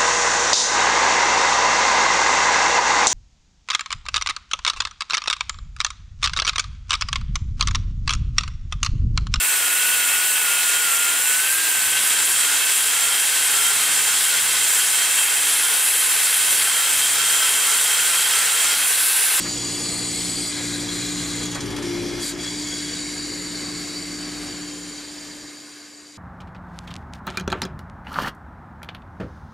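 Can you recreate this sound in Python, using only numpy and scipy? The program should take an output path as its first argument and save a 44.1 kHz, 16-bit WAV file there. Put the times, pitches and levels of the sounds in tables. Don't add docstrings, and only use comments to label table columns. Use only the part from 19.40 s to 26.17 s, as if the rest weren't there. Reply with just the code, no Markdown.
import sys
import numpy as np
from scipy import signal
from scipy.fft import rfft, irfft, next_fast_len
from scipy.io import wavfile

SR = 44100
rng = np.random.default_rng(int(sys.argv[2]) if len(sys.argv) > 2 else 0)


def wav_record(signal):
    frames = np.transpose(np.atleast_2d(signal))
    bounded = np.clip(frames, -1, 1)
    quanta = np.round(bounded * 32767).astype(np.int16)
    wavfile.write(sys.argv[1], SR, quanta)


N = 298716

# start_s, load (0-1)
LOAD = [(0, 0.06), (2.12, 0), (2.23, 0.73), (2.34, 0.63), (2.42, 0.84), (2.55, 0.98), (2.83, 0.95),
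        (2.88, 0.2), (2.97, 1), (3.07, 0.15), (6.77, 0)]
# start_s, level_db, low_lines_db, rumble_db
FADE = [(0, 0.5, -1.5, -2), (4.3, -1, 1.5, 2), (5.1, -3, 2, 3), (5.45, -2.5, -2, -1),
        (5.6, -4.5, -5.5, -2.5), (6.08, -7.5, -6, 3.5), (6.17, -8.5, -19, 0.5), (6.77, -14.5, -11, -2.5)]
# start_s, change_db
PAUSE = [(1.04, -4.5)]
PAUSE_S = 0.04
PUMP_SETTLES_S = 0.06
GROAN_S, GROAN_LASTS_S = 2.2, 0.17


def valves():
    # start_s, flow_db
    flow_table = [(0, 1), (.6, -1), (1.42, -1), (1.47, -3.5), (1.53, -0.5), (1.58, -1), (2.04, -2),
                  (2.09, -6.5), (2.17, -6), (2.195, -10), (2.26, -7), (2.345, -8), (2.41, -10.5),
                  (2.46, -2.5), (2.67, -3), (2.785, -2.5), (2.83, 1.5), (2.895, 1), (2.92, -2),
                  (2.955, -12), (2.99, -5), (3.04, 0.5), (3.22, -0.5), (3.6, 0), (4.05, -0.5), (4.6, -1),
                  (5.15, -1.5), (5.33, -3), (5.4, -4.5), (5.47, -2), (6.1, -2.5), (6.77, -1.5)]
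    # start_s, strength_db (before the fall sets in)
    chatter = [(2.028, 5), (2.052, 3.5), (2.112, 5), (2.146, 9.5), (2.165, -1), (2.203, 11), (2.255, 8.5),
               (2.302, 7.5), (2.324, 2), (2.361, 11.5), (2.382, 6.5), (2.422, 8.5)]
    # (per Hz, relative)
    hiss_spectrum = [(1500, -61), (2600, -13), (3100, -8), (3400, -8), (3650, -8.5), (4100, -6), (4540, -8),
                     (4900, -4), (5600, -7.5), (6300, -7), (7000, -7), (7600, -9.5), (10000, -14.5),
                     (11600, -18), (12800, -23.5), (14000, -31), (15500, -27)]
    bounce_rise_s, bounce_fall_s = 0.0045, 0.01479
    surge_s, surge_ends_s, surge_bright_db = 2.8, 2.9, 8.5

    flow_db, = in_time(flow_table)
    hiss_db = by_circuit((-32, -32.5, -33, -35.5)) + 0.19 * flow_db
    ringing_db = by_circuit((-27.5, -30.5, -29, -35)) + 1.87 * flow_db
    ringing_db = ringing_db - 11 * (1 - step(0, rise_s=0.53))

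    puffs_db = 0
    for s, strength_db in chatter:
        fall = np.exp(-step(s, 0.87) * 0.87 / bounce_fall_s)
        puffs_db = puffs_db + strength_db * step(s, bounce_rise_s) * fall

    bright_db = by_circuit((-3.5, -3.5, -3, -1)) + 0.64 * flow_db + 0.33 * puffs_db
    bright_db = bright_db - 1 * (1 - step(0, rise_s=0.99))
    bright_db = bright_db - 0.5 * step(surge_ends_s, rise_s=2.7)
    surge_db = surge_bright_db * (step(surge_s, 0.023) - step(surge_ends_s, 0.03))

    hiss = 0
    for height, band in bands(hiss_spectrum, patchy_db=1.28, echo_db=10.5, count=8):
        top_share = np.clip(6.0 * (height - .55), 0, 1)
        hiss = hiss + from_db(bright_db * min(height, .8) + surge_db * top_share) * band

    ringing = rms_one(pipes(flicker_db=1.2))
    steady = from_db(hiss_db) * hiss + from_db(ringing_db) * ringing + whistles(flow_db)
    return from_db(puffs_db) * steady


def pipes(flicker_db):
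    pipe_hz = [1630, 1770, 2060, 2150, 2400, 3840, 4100, 4350, 5290, 5580, 5850, 7140, 7600, 7920, 8380,
               8790, 9300, 9820, 10480, 11100, 11800, 12900]
    # width_hz, slewing_db, boom_db, relieving_db, hoisting_db
    pipe_ring = [(125.8, -24, -2, -20, -2), (90, -20, -9, -10, -3.5), (117, -8, 0.5, -9, -2.5),
                 (97, -8, -33, -0.5, -0.5), (60, -5.5, -1.5, 1, -3), (55, -16, 5.5, -11, 3.5),
                 (130, 1.5, 6.5, -5, 3.5), (110, 3.5, 3.5, -5, 0), (100, -18, -18, -9.5, 0),
                 (120.05, -17, -17, 1, -4), (89.5, -11, -2, -3, -3), (219, -2, 2.5, -15, 3.5),
                 (90, -9, 3.5, -15, 1), (180, 4.5, 0, -22, -1), (180, 3, 1, -24, 0),
                 (130, -0.5, -3.5, -22, -2.5), (150, -1.5, -5, -23, -3.5), (220, -5, -7.5, -20, -12),
                 (150, -10, -7.5, -25, -11), (170, -16, -13, -17, -13.5), (150, -13, -12, -26, -27),
                 (150, -33, -31, -26, -28)]

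    oil = reflected_noise(echo_s=0.013, every_s=.4, echo_db=-9)
    out = 0
    for hz, (width_hz, *levels_db) in zip(pipe_hz, pipe_ring):
        r = np.exp(-np.pi * width_hz * 1.6 / SR)
        b = np.array([1, 0, -1]) * (1 - r * r) / 2
        a = [1, -2 * r * np.cos(2 * np.pi * hz / SR), r * r]
        ringing = signal.sosfilt([[*b, *a]] * 2, oil)
        out = out + from_db(by_circuit(levels_db) + flicker_db * drift(10.0)) * ringing
    return out


def whistles(flow_db):
    # width_hz, flow_share, slewing_db, boom_db, relieving_db, hoisting_db
    edge_tones = [(91, 0.4, -44, -45.5, -47, -45.5), (138, 1.6, -36.5, -41.5, -44, -36.5),
                  (157, 0.87, -32.5, -35.5, -55, -39.5), (110, 1.5, -60, -60, -60, -44)]
    # start_s, middle_hz, high_hz, balance_db
    whistle_drift = [(0, 4710, 6860, -0.5), (.8, 4660, 6890, 1), (1.05, 4750, 6830, 2.5),
                     (2.05, 4750, 6800, 0.5), (2.85, 4670, 6820, 1.5), (3.3, 4700, 6790, -1),
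                     (3.55, 4650, 6850, 0), (4.6, 4640, 6850, 2), (5.3, 4620, 6870, -0.5),
                     (5.4, 4600, 6960, -4), (5.46, 4610, 6920, -0.5), (5.62, 4640, 6880, 1),
                     (5.75, 4650, 6860, 0.5), (6.77, 4740, 6840, 1)]
    # start_s, lift_db
    squeals = [(.45, 5), (1.04, 1), (1.47, 11), (2.01, 8), (2.81, 8), (2.99, 7), (3.05, 11.5), (3.25, 10.5),
               (3.31, 10), (3.45, 5)]
    squeal_hz, under_hz = 3350, 4490
    squeal_dies_s, squeal_loss_db = 3.56, 48
    under_starts_s, under_fades_s = 3.1, 4.7

    middle_hz, high_hz, balance_db = in_time(whistle_drift)
    squeal_db = bumps_db(squeals, rise_s=0.017) - squeal_loss_db * step(squeal_dies_s, 0.055)
    under_db = -30 * (1 - step(under_starts_s, 0.069)) - 15 * step(under_fades_s, 2.7)
    own = [(squeal_hz, squeal_db), (middle_hz, balance_db), (high_hz, -balance_db), (under_hz, under_db)]

    breath_db = by_circuit((-54, -50, -43, -45.5)) + flow_db
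    breath_db = breath_db - squeal_loss_db * step(squeal_dies_s, .3)
    breath = whistle(squeal_hz, breath_db, width_hz=600)
    chirp = bumps_db([(4.6, 1)], rise_s=0.065) * whistle(2090, level_db=-47, width_hz=60)

    out = chirp + breath
    for (hz, own_db), (width_hz, flow_share, *levels_db) in zip(own, edge_tones):
        level_db = by_circuit(levels_db) + flow_share * flow_db + own_db
        flicker_db = 1 * drift(17.0)
        out = out + whistle(hz, level_db + flicker_db, width_hz)
    return out


def whistle(hz, level_db, width_hz):
    low = signal.butter(2, width_hz / 2, fs=SR, output="sos")
    cos_part, sin_part = signal.sosfilt(low, rng.standard_normal((2, 2, N)))
    phase = 2 * np.pi * np.cumsum(hz * np.ones(N)) / SR
    return from_db(level_db) * rms_one(cos_part * np.cos(phase) + sin_part * np.sin(phase))


def pump():
    # start_s, rate_hz
    pump_speed = [(0, 58.83), (2.0, 58.86), (2.26, 58.6), (2.5, 58.0), (2.9, 58.0), (3.02, 59.12),
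                  (6.77, 59.14)]
    # slewing_db, boom_db, hoisting_db, full_load_lift_db, shudder_change_db, waver_db
    multiples = [(-42.5, -43, -55.5, 0.5, -2.5, 2), (-42.5, -42, -46.5, 2.5, -13, 2.5),
                 (-50, -50.5, -69, 4, 5, 1.6), (-38, -33, -35.5, -0.5, -0.5, 0.86),
                 (-44, -46, -52.5, 15.5, -3.5, 1.8), (-71, -57, -65, 10, 2, 2.5)]
    low_share = (1.4, 1.12, .5, 0.18, 0.82, 0.32)

    load, = in_time(LOAD)
    rate_hz = in_time(pump_speed)[0] + 0.03 * drift(0.5)
    low_db = in_time(FADE)[1]
    pause_db = bumps_db(PAUSE, PAUSE_S)
    out = 0
    for k, (slew, boom, hoist, lift_db, shudder_db, waver_db) in enumerate(multiples, 2):
        level_db = by_circuit([slew, boom, boom, hoist], PUMP_SETTLES_S)
        level_db = level_db + lift_db * load + shudder_db * shudder()
        level_db = level_db + low_share[k - 2] * low_db + pause_db
        out = out + tone(k * rate_hz, level_db, waver_db, side=0.45, start=0.811 * k * k)
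    return out


def groan():
    from_hz, to_hz = 130, 99
    hz = to_hz + (from_hz - to_hz) * (1 - step(GROAN_S, GROAN_LASTS_S)) ** 2
    return groan_swell() * tone(hz, level_db=-40, waver_db=-1.0, side=0.55)


def groan_swell():
    return np.sin(np.pi * step(GROAN_S, GROAN_LASTS_S))


def shudder():
    return step(2.17, .06) - step(2.42, .05)


def deck():
    # (per Hz, relative)
    rumble_spectrum = [(15, -44), (25, -13), (65, -8.5), (107, -4), (194, -4.5), (285, -0.5), (362, -3.5),
                       (479, -11.5), (600, -24.5), (780, -42.5), (1320, -120)]
    roar_spectrum = [(240, -31), (400, -2), (508, -5), (934, -6), (1060, -4), (1410, -6), (1730, -2.5),
                     (1960, -6), (2180, -2.5), (2720, -10), (3300, -16), (4290, -53), (7260, -120)]
    # start_s, lift_db
    jolts = [(.04, 5), (1.17, 3), (2.0, 4.5), (2.148, 6.5), (2.205, 2), (2.3, 2.5), (2.362, 2)]

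    _, low_db, rumble_change_db = in_time(FADE)
    hum_hz = 50.8 * np.ones(N)
    hum_db = by_circuit((-50, -49, -46, -52)) + low_db
    hum = tone(hum_hz, hum_db, waver_db=1.5, side=1.0)
    hum = hum + tone(2 * hum_hz, hum_db - 7.5, waver_db=-3.0, side=0.51)

    rumble_db = by_circuit((-40, -39.5, -39.5, -41.5), PUMP_SETTLES_S) + rumble_change_db
    rumble_db = rumble_db + bumps_db(PAUSE, PAUSE_S) + 5.5 * in_time(LOAD)[0]
    rumble_db = rumble_db + 2 * groan_swell() + 2.5 * shudder()
    rumble_tilt_db = by_circuit((-5.5, -4, 5, 11)) - 0.59 * low_db
    rumble = 0
    for height, band in bands(rumble_spectrum, patchy_db=0.52, echo_db=-15.0, count=6):
        rumble = rumble + from_db(rumble_tilt_db * (height - 0.76)) * band

    roar_db = by_circuit((-39.5, -38.5, -38, -40.5)) + bumps_db(jolts, rise_s=0.016)
    roar_tilt_db = by_circuit((-6, -4, -8.5, -1))
    roar = 0
    for height, band in bands(roar_spectrum, patchy_db=1.0, echo_db=-4, count=7):
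        roar = roar + from_db(roar_tilt_db * (height - 0.4462)) * band
    return hum + from_db(rumble_db) * rumble + from_db(roar_db) * roar


def tone(hz, level_db, waver_db, side, start=0):
    phase = start + 2 * np.pi * np.cumsum(hz) / SR + 0.28 * drift(2.6)
    turn = np.array([[0], [np.pi / 2]])
    height = np.sqrt(2) * from_db(level_db + waver_db * drift(2.75))
    return height * np.sin(phase + turn) * [[1], [side]]


def bands(spectrum, patchy_db, echo_db, count):
    noise = rms_one(coloured(reflected_noise(echo_s=0.02, every_s=.45, echo_db=echo_db), spectrum))
    size = next_fast_len(N)
    full = rfft(noise, size)
    hz = np.arange(size // 2 + 1) * SR / size
    centres = np.geomspace(spectrum[0][0], spectrum[-1][0], count)
    together = drift(2.73)
    for k in range(count):
        share = np.interp(hz, centres, np.arange(count) == k)
        band = irfft(full * share, size)[:, :N]
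        yield k / (count - 1), band * from_db(patchy_db * (0.65 * together + drift(20.0)))


def reflected_noise(echo_s, every_s, echo_db):
    hop, size = int(every_s * SR), int(4 * echo_s * SR)
    out = np.zeros((2, N + 4 * hop + size))
    decay = np.exp(-np.arange(size) / (echo_s * SR))
    fade = np.sin(np.pi * np.arange(2 * hop) / (2 * hop))
    for start in range(0, N + hop, hop):
        echoes = rng.standard_normal((1, size)) * decay * from_db(echo_db) / np.sqrt(echo_s * SR)
        echoes[0, 0] = 1
        piece = signal.fftconvolve(rng.standard_normal((2, 2 * hop)), echoes, axes=1)[:, :2 * hop]
        out[:, start:start + 2 * hop] += rms_one(piece) * fade
    return out[:, hop:hop + N]


def coloured(x, spectrum):
    size = next_fast_len(N)
    hz = np.maximum(np.arange(size // 2 + 1) * SR / size, 1)
    return irfft(rfft(x, size) * from_db(at_hz(spectrum, hz)), size)[..., :N]


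def drift(rate_hz):
    r = np.exp(-80 * np.pi * rate_hz / SR)
    noise = rng.standard_normal(N // 40 + 2002)
    slow = signal.lfilter([1], [1, -2 * r, r * r], noise)[2000:]
    return np.interp(np.arange(N) / 40, np.arange(len(slow)), rms_one(slow))


def by_circuit(values, switch_s=0.0055):
    valve_change_s = [1.11, 2.24, 2.8]
    knots = [s + late for s in valve_change_s for late in (0, switch_s)]
    return np.interp(np.arange(N) / SR, knots, np.repeat(values, 2)[1:-1])


def bumps_db(events, rise_s):
    kicks, r = np.full(N, 1e-12), np.exp(-1 / (rise_s * SR))
    for s, lift_db in events:
        kicks[int(s * SR)] += lift_db
    return signal.lfilter([0, np.e * r / (rise_s * SR)], [1, -2 * r, r * r], kicks)


def step(s, rise_s):
    return np.clip((np.arange(N) / SR - s) / rise_s, 0, 1)


def in_time(rows):
    s, *columns = np.transpose(rows)
    return [np.interp(np.arange(N) / SR, s, c) for c in columns]


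def at_hz(points, hz):
    curve_hz, curve_db = np.transpose(points)
    return np.interp(np.log(hz), np.log(curve_hz), curve_db)


def from_db(db):
    return np.exp(np.asarray(db) * np.log(10) / 20)


def rms_one(x):
    return x / np.sqrt(np.mean(x ** 2) + 1e-20)


def scene():
    # frequency_hz, gain_db
    spread = [(60, -6.5), (150, -8), (350, -13), (800, -12), (2200, -11.5), (3800, -15.5), (4800, -30),
              (5500, -21), (6300, -12.5), (7500, -21), (9200, -14.5), (10300, -26), (11500, -49),
              (12300, -55)]
    # frequency_hz, share_in_phase, share_quarter_turn_on
    port_table = [(40, -0.13, -0.26), (120, -0.011, -0.15), (345, 0.204, 0.072), (1100, 0.071, 0.045),
                  (2300, 0.017, 0.014), (4100, 0.13, 0.12), (5600, -0.049, 0.045), (6600, -0.095, 0.16),
                  (7300, .1, 0.43), (8000, 0.23, 0.18), (9000, 0.187, 0.086), (10000, .03, 0.11),
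                  (11500, 0, -0.009)]
    # start_s, share of the port difference
    off_axis = [(0, 0.98), (2.7, 1.), (3.2, 0.6), (6.77, 0.47)]

    mid, side = valves() + pump() + groan() + deck()
    size = next_fast_len(N)
    hz = np.arange(size // 2 + 1) * SR / size
    port_hz, in_phase, quarter = np.transpose(port_table)
    ports = np.interp(hz, port_hz, in_phase + 1j * quarter)
    port_difference = irfft(rfft(mid, size) * ports, size)[:N]
    side = coloured(side, spread) + in_time(off_axis)[0] * port_difference
    return np.array([mid + side, mid - side])


def record(dry):
    faded = from_db(in_time(FADE)[0]) * dry
    return signal.sosfilt(signal.cheby2(12, 70, 16000, fs=SR, output="sos"), faded)


dry = scene()
out = record(dry)
wav_record(out)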